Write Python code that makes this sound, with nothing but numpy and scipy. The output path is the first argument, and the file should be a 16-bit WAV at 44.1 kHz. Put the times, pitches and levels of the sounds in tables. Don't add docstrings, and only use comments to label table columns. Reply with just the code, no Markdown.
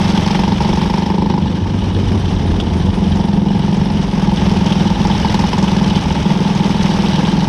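import sys
import numpy as np
from scipy import signal
from scipy.fft import rfft, irfft
from scipy.io import wavfile
from scipy.ndimage import uniform_filter1d

SR = 44100
rng = np.random.default_rng(int(sys.argv[2]) if len(sys.argv) > 2 else 0)


def pcm_store(signal):
    levels = np.round(np.clip(np.atleast_2d(signal), -1, 1) * 32767)
    wavfile.write(sys.argv[1], SR, levels.astype(np.int16).T)


N = 329868
TIME = np.arange(N) / SR

# time_s, level_db
WIND_LEVEL = [(0, -19.5), (1.25, -22.5), (1.7, -23.5), (2.2, -18), (3.3, -22.5), (4.0, -21.5), (6.1, -22),
              (6.7, -26.5)]
# pitch_hz, level_db
WIND_TONE = [(10, -39), (24, -3), (45, 12.5), (80, 15), (105, 15.5), (150, 1), (400, -63)]
# pitch_hz, level_db
TYRE_TONE = [(50, -39), (100, -6.5), (200, 8.5), (300, 3.5), (380, -1), (490, -4.5), (620, -18),
             (760, -18.5), (880, -5.5), (1200, -22.5), (2500, -80)]
# time_s, pitch_hz, level_db
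FRAME_SHUDDER = [(1.3, 88, -45), (1.47, 90, -22), (1.73, 98, -18.5), (2.2, 94, -17.5), (2.4, 89, -19.5),
                 (2.56, 86, -19.5), (2.64, 85, -25), (2.73, 83, -17), (2.97, 87, -20.5), (3.19, 86, -20),
                 (3.4, 82, -50)]
# time_s, level_db
TREBLE_LEVEL = [(0, -19.5), (.3, -20.5), (.5, -24.5), (.65, -22), (1.0, -25), (1.25, -31), (2.1, -26),
                (3.15, -27), (3.42, -31), (3.6, -27.5), (4.1, -25.5), (4.5, -22), (4.9, -22.5), (5.35, -21),
                (6.3, -22.5), (7.1, -20.5), (7.48, -23)]
# pitch_hz, level_db
CRUMB_TONE = [(700, -27), (2500, -8), (4500, 13.5), (6400, 6), (7000, -8), (10000, -9.5), (12500, -22)]
# pitch_hz, width_hz, level_db
RATTLE_RINGS = [(1670, 250, 1.5), (2934, 72, 2), (3140, 46, 1), (3433, 170, 1), (3830, 160, 0),
                (4230, 33, -5.5), (4530, 33, -9), (4940, 190, -8.5), (5700, 150, -6.5), (7950, 120, -20),
                (8840, 150, -26.5), (9750, 160, -39)]
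# start_s, level_db, pitch_hz, decay_s
CAGE_KNOCKS = [(0.176, -14, 3500, .008), (0.345, -17, 2940, .01), (0.436, -17, 3000, .01),
               (0.728, -16, 3390, .008), (1.424, -20, 3000, .008), (2.6, -11.5, 3390, .014),
               (4.371, -17, 3200, .014), (4.666, -12, 2900, .012), (4.722, -8.5, 3100, .005),
               (5.113, -16, 3000, .01), (5.677, -15, 2970, .012), (5.903, -15, 3150, .01),
               (5.953, -14, 3360, .007), (5.966, -12, 3380, .008), (6.261, -17, 3290, .008),
               (7.061, -12.5, 3140, .014), (7.117, -16, 3560, .008), (7.157, -16, 3410, .01),
               (7.25, -15, 3300, .01)]
# start_s, level_db, pitch_hz, decay_s
CHAIN_SLAPS = [(2.298, -36, 9310, .004), (2.321, -35, 9230, .006), (2.602, -37, 8500, .012),
               (2.769, -37, 9250, .007), (2.857, -37, 8610, .004), (2.947, -37, 9400, .012),
               (3.1, -37, 9200, .01), (3.254, -35, 9240, .008), (3.284, -37, 9240, .006),
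               (3.587, -35, 9290, .007), (3.851, -31, 9330, .006), (3.918, -36, 9100, .01),
               (4.338, -33, 9290, .01), (7.042, -33, 9240, .005), (7.295, -29, 8100, .004)]
# start_s, level_db, pitch_hz,
# decay_s
CLOD_HITS = [(0.233, -22, 5400, .006), (2.6, -23, 5200, .007), (3.155, -31, 6500, .008),
             (3.768, -31, 6500, .005), (4.028, -26, 5600, .008), (4.521, -25, 5600, .005),
             (4.663, -20.5, 5400, .007), (5.07, -21, 5600, .007), (5.342, -17, 5200, .006),
             (5.392, -18, 5000, .007), (5.582, -20, 5300, .007), (5.627, -21, 5200, .006),
             (6.125, -24, 5200, .005), (6.228, -22, 5300, .005), (6.551, -24, 6000, .007)]
# pitch_hz, level_db
CLATTER_TONE = [(500, 11), (750, 11.5), (1100, 8.5), (1700, 1.5), (2100, 3.5), (2650, 3.5), (3000, 2.5),
                (3600, 1.5), (4200, -7.5), (5300, 0), (6400, -8.5), (6900, -17), (9600, -18.5),
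                (10500, -26), (12300, -27.5)]

# time_s, firings_per_s
ENGINE_SPEED = [(0.0, 22.77), (0.39, 23.16), (0.94, 24.38), (1.3, 25.49), (1.7, 24.61), (2.24, 23.65),
                (3.05, 22.47), (3.65, 22.82), (3.96, 22.31), (4.26, 20.64), (4.5, 20.72), (5.12, 20.2),
                (5.55, 21.5), (5.75, 21.54), (6.0, 19.99), (6.3, 20.34), (7.3, 20.74), (7.48, 20.59)]
# time_s, throttle_0_to_1
THROTTLE_OPENING = [(0, 0.56), (.35, 0.88), (.7, 0.84), (1.1, 0.8), (1.39, 0.87), (1.42, 0.48),
                    (1.56, 0.08), (2.4, 0.04), (2.86, 0.19), (2.95, 0.22), (3.18, 0.35), (3.3, 0.43),
                    (3.8, 0.5), (4.08, 0.13), (4.22, 0.6), (4.94, 0.56), (5.02, 0.85), (5.53, 0.88),
                    (5.62, 0.67), (5.95, 0.57), (7.48, 0.66)]
# throttle_0_to_1, boom_db, bark_db, rasp_db, afterpuff_db
EXHAUST_LEVELS = [(0, -21.5, -36.5, -61, -51), (.4, -12.5, -30, -36, -40), (.7, -14, -27, -42, -30),
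                  (1, -15.5, -20, -30, -50)]
# time_s, bark_db, boom_db
UNEVEN_FIRINGS = [(0.13, -5, 1), (0.18, 4, 0.5), (0.22, -13, -4), (0.31, 0.5, 0), (0.57, -26, -3),
                  (0.69, -3, 4), (1.38, -1.5, -2), (1.42, -10, -1), (3.38, -2.5, 3.5), (3.42, -5, 2.5),
                  (3.6, -1, -4), (3.68, 2, -2.5), (3.99, 3.5, 6.5), (4.08, 4, 1.5), (4.37, -8, -6),
                  (4.95, -5, -9), (5.15, -2.5, -8.5), (5.2, -8, -5.5), (5.25, 1.5, -4), (5.3, -6, -8),
                  (5.39, 0, 1), (5.49, -13, -6.5), (5.53, 0.5, -2.5), (5.67, -3, 0), (5.81, 4, 0.5),
                  (6.01, -7, -16), (6.06, 1.5, -9), (6.11, 1.5, -5.5), (6.16, -1, -6), (6.21, -14, -8)]
# pitch_hz, level_db
GAS_TONE = [(600, 0), (1150, 1), (1700, 10), (2300, 9), (3200, 7.5), (4200, 4.5), (5400, 9), (6450, -13),
            (6900, -11), (9600, -17), (10500, -15), (12300, -14)]
BOOM_SHAPE = [(0, 2.2, .08), (.2, 1.5, .025), (.4, 1.1, .004), (.7, 1.1, .009), (.9, 1.4, .012)]
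# pitch_hz, width_hz
PIPE_RINGS = [(827, 57.5), (925, 81), (850, 510)]
# pitch_hz, width_hz
AIRBOX_RINGS = [(140, 590), (150, 11)]
# pitch_hz, width_hz
INLET_RINGS = [(352, 125), (410, 380)]
# pitch_hz, width_hz
SHELL_RINGS = [(330, 92), (365, 340)]
# pitch_hz, width_hz
BOOM_RINGS = [(132, 40), (173, 34), (204, 20)]

CAGE_BODY, CHAIN_BODY, PANEL_BODY = (3300, 1800), (9000, 2500), (5400, 3000)  # pitch_hz, width_hz
CRUISE_RATE = 22.5


def undb(db):
    return 10 ** (np.asarray(db) / 20)


def curves(table, at=TIME):
    first, *columns = np.transpose(table)
    return [np.interp(at, first, column) for column in columns]


def swell(start_s, attack_s, hold_s, release_s):
    return np.interp(TIME, start_s + np.cumsum([0, attack_s, hold_s, release_s]), [0, 1, 1, 0])


def unit(x):
    return x / np.std(x)


def even(x):
    size = SR // 5
    return x / np.sqrt(uniform_filter1d(uniform_filter1d(x * x, size), size) + 1e-18)


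def noise():
    return rng.standard_normal(N)


def wander(per_s):
    return np.interp(TIME * per_s, np.arange(4096), rng.standard_normal(4096))


def ring(x, hz, width_hz):
    return signal.lfilter(*signal.iirpeak(hz, hz / width_hz, fs=SR), x)


def chambers(x, rings):
    for hz, width_hz in rings:
        x = ring(x, hz, width_hz)
    return x


def colour(x, tone):
    hz, db = np.transpose(tone)
    pitches = np.arange(N // 2 + 1) * SR / N
    return irfft(rfft(x) * undb(np.interp(np.log(pitches + 1), np.log(hz), db)), N)


def kicks(times, sizes):
    return np.bincount(np.clip(times * SR, 0, N).astype(int), sizes, N + 1)[:N]


def fade(x, seconds):
    return signal.lfilter([1], [1, -np.exp(-1 / (seconds * SR))], x)


def lag(x, seconds):
    return fade(x, seconds) / (seconds * SR)


def wind():
    return unit(colour(noise() * undb(.5 * wander(7.4)), WIND_TONE))


def tyres():
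    return unit(colour(noise() * undb(1.5 * wander(35)), TYRE_TONE))


def crank(cycles):
    return unit(np.sin(2 * np.pi * 2 * cycles + .36 * wander(10)) * undb(2 * wander(15)))


def moments(cycles):
    return np.interp(np.arange(int(cycles[-1]) + 1), cycles, TIME)


def shudder(hz):
    slips = moments(np.cumsum(hz * (1 + .015 * wander(25))) / SR)
    pulses = kicks(slips, undb(2.4 * rng.standard_normal(len(slips))))
    return even(chambers(pulses, [(90, 45), (90, 80)]))


def chassis(cycles):
    load = swell(start_s=1.9, attack_s=.2, hold_s=.95, release_s=.45)
    shudder_hz, shudder_db = curves(FRAME_SHUDDER)
    frame = undb(shudder_db) * shudder(shudder_hz)
    shake = undb(-36.5 + 8 * load) * crank(cycles)
    rumble = undb(-23 + 2.6 * load) * tyres()
    return frame + shake + rumble


def crumbs(tick_s, spread_db, count):
    when, strength = rng.random((count, 2)).T
    hits = kicks(when * N / SR, undb(spread_db * strength))
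    return unit(colour(fade(hits, tick_s) * noise(), CRUMB_TONE))


def jingle(ring_hz, width_hz, contact_s, count):
    when, strength = rng.random((count, 2)).T
    contacts = fade(kicks(when * N / SR, strength ** 2), contact_s) * noise()
    return unit(chambers(contacts, [(ring_hz, width_hz), CHAIN_BODY]))


def rattles(chatter_s, spread_db, note_spread_db, count):
    when, strength, *shares = rng.random((count, 2 + len(RATTLE_RINGS))).T
    out = 0
    for (hz, width_hz, db), share in zip(RATTLE_RINGS, shares):
        hits = kicks(when * N / SR, undb(spread_db * strength + note_spread_db * share))
        contacts = fade(hits, chatter_s) * noise()
        out = out + undb(db) * unit(chambers(contacts, [(hz, width_hz), (hz, 650)]))
    return unit(out)


def impacts(table, body, width_hz, crack_db):
    out, length = np.zeros(N), SR // 8
    for start_s, db, hz, decay_s in table:
        burst = np.exp(-TIME[:length] / decay_s) * rng.standard_normal(length)
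        hit = chambers(burst, [(hz, width_hz), body]) + undb(crack_db) * burst
        slot = out[int(start_s * SR):][:length]
        slot += (undb(db) * hit / abs(hit).max())[:len(slot)]
    return out


def bumps():
    metal = colour(impacts(CAGE_KNOCKS, CAGE_BODY, width_hz=800, crack_db=-13), CLATTER_TONE)
    chain = undb(-5.5) * impacts(CHAIN_SLAPS, CHAIN_BODY, width_hz=700, crack_db=-30)
    clay = impacts(CLOD_HITS, PANEL_BODY, width_hz=1300, crack_db=-29)
    return metal + chain + clay


def clatter(firings, tap_s, grit_db, grit_count):
    taps, gaps = 0, np.diff(firings)
    for place, strength in ((.21, 1), (.48, .65)):
        closings = firings[:-1] + gaps * (place + .044 * rng.standard_normal(len(gaps)))
        taps = taps + strength * fade(kicks(closings, rng.uniform(0, 1, len(gaps))), tap_s)
    metal = (undb(2 * wander(130)) + taps) * noise()
    when, chance = rng.random((grit_count, 2)).T
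    grains = kicks(when * N / SR, undb(-7 * np.log(chance + .0027)))
    grit = fade(grains, .0066) * noise()
    return even(colour(unit(metal) + undb(grit_db) * unit(grit), CLATTER_TONE))


def strengths(firings, shut):
    coasting = np.interp(firings, TIME, shut)
    spread_db = np.array([.9, .7]) + 1.5 * coasting[:, None]
    db = rng.standard_normal((len(firings), 2)) * spread_db
    for time_s, bark_db, boom_db in UNEVEN_FIRINGS:
        db[np.argmin(abs(firings - time_s))] = bark_db, boom_db
    return undb(db).T


def afterpuff(cycles):
    breath = np.exp(-((cycles % 1 - .36) / .11) ** 2)
    return even(chambers(breath * noise(), PIPE_RINGS))


def rasp(firings, size, lead_s, rise_s, fall_s):
    burst = fade(fade(kicks(firings - lead_s, size), rise_s), fall_s)
    eddies = sum(unit(ring(noise(), hz, 1800)) * undb(3.5 * wander(250))
                 for hz in (1600, 3300, 5400, 9000))
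    return unit(colour(burst * eddies, GAS_TONE))


def snap(firings, size, lag_s, decay_s):
    timing, strength = rng.standard_normal((len(firings), 2)).T
    fronts = kicks(firings + lag_s + .0012 * timing, size * undb(2.5 * strength))
    return unit(colour(fade(fronts, decay_s) * noise(), GAS_TONE))


def inlet_thud(firings, size, lag_s):
    return even(chambers(kicks(firings + lag_s, size), INLET_RINGS))


def pipe_bark(firings, size, throttle, shut, lead_s, echo_s):
    trip_s = echo_s + .0004 * rng.standard_normal(len(firings))
    pulses = sum(undb(db) * kicks(firings - lead_s + trips * trip_s, size)
                 for trips, db in enumerate((0, -6.5, -18)))
    push = pulses + .014 * fade(pulses, .01) * noise()
    heat, chill = lag(throttle ** 4, seconds=.5), lag(shut, seconds=.8) / 2
    cold, warm, hot = (chambers(push, [(hz * pitch, width) for hz, width in PIPE_RINGS])
                       for pitch in (.83, 1, 1.07))
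    return even((1 - heat) * (1 - chill) * warm + heat * hot + chill * cold)


def intake(firings):
    timing, strength = rng.random((len(firings) - 1, 2)).T
    gulps = firings[:-1] + np.diff(firings) * (.55 + .203 * timing)
    return unit(chambers(kicks(gulps, .27 + strength), AIRBOX_RINGS))


def silencer_boom(firings, size, throttle, rate, shell_lag_s, shell_db, intake_db):
    widening, scatter = curves(BOOM_SHAPE, at=throttle)
    boom, length = np.zeros(N), SR // 6
    for time_s, gain in zip(firings, size):
        i = int(np.clip(time_s * SR, 0, N - 1))
        pitch = 1 + scatter[i] * rng.standard_normal()
        rings = [(hz * pitch, width * widening[i]) for hz, width in BOOM_RINGS]
        gush = .004 * np.exp(-TIME[:length] / .018) * rng.standard_normal(length)
        note = unit(chambers(signal.unit_impulse(length) + gush, rings))
        delay_s = .0015 + .00025 * (CRUISE_RATE - rate[i])
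        slot = boom[i + int(delay_s * SR):][:length]
        slot -= gain * note[:len(slot)]
    knock = chambers(kicks(firings + shell_lag_s, size), SHELL_RINGS)
    return even(unit(boom) + undb(shell_db) * unit(knock) + undb(intake_db) * intake(firings))


def exhaust(firings, cycles, rate, treble_change_db):
    throttle, = curves(THROTTLE_OPENING)
    shut = np.clip(1 - 2 * throttle, 0, 1)
    boom_db, bark_db, rasp_db, puff_db = curves(EXHAUST_LEVELS, at=throttle)
    speed_db = 1.2 * (rate - CRUISE_RATE)
    bark_size, boom_size = strengths(firings, shut)
    bark = undb(bark_db) * pipe_bark(firings, bark_size, throttle, shut, lead_s=.0015, echo_s=.0089)
    puff = undb(puff_db) * afterpuff(cycles)
    boom = undb(boom_db) * silencer_boom(firings, boom_size, throttle, rate,
                                         shell_lag_s=.00751, shell_db=-22, intake_db=-9.5)
    thud_size = np.sqrt(bark_size * boom_size)
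    thud = undb(-30 + speed_db - 8 * shut) * inlet_thud(firings, thud_size, lag_s=.002)
    rush = rasp(firings, np.sqrt(bark_size), lead_s=.002, rise_s=.004, fall_s=.007)
    snaps = undb(-4.5) * throttle * snap(firings, bark_size, lag_s=.003, decay_s=.002)
    gas = undb(rasp_db + speed_db + treble_change_db) * (rush + snaps)
    return boom + bark + puff + thud + gas


def scene():
    rate, = curves(ENGINE_SPEED)
    treble_db, = curves(TREBLE_LEVEL)
    wind_db, = curves(WIND_LEVEL)
    treble_change_db = treble_db - treble_db.mean()
    cycles = np.cumsum(rate) / SR
    firings = moments(cycles)
    firings += .00038 * rng.standard_normal(len(firings))
    engine = exhaust(firings, cycles, rate, treble_change_db)
    metal = undb(treble_db - 3.5) * clatter(firings, tap_s=.013, grit_db=-3.5, grit_count=9000)
    loose = rattles(chatter_s=.003, spread_db=5, note_spread_db=10, count=2000)
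    loose *= undb(-18.5 + .68 * treble_db)
    spray = undb(-45.5 + 2.16 * treble_change_db) * crumbs(tick_s=.002, spread_db=13, count=480)
    slack = swell(start_s=1.6, attack_s=.3, hold_s=2.5, release_s=.5)
    links = undb(-62.5) * slack * jingle(ring_hz=9250, width_hz=260, contact_s=.006, count=1300)
    return engine + metal + loose + links + bumps() + spray + chassis(cycles) + undb(wind_db) * wind()


def record(dry):
    ceiling, top_hz = 1.1, 12800
    rounded = ceiling * np.tanh(dry / ceiling)
    return signal.sosfilt(signal.butter(12, top_hz, fs=SR, output="sos"), rounded)


dry = scene()
out = record(dry)
pcm_store(out)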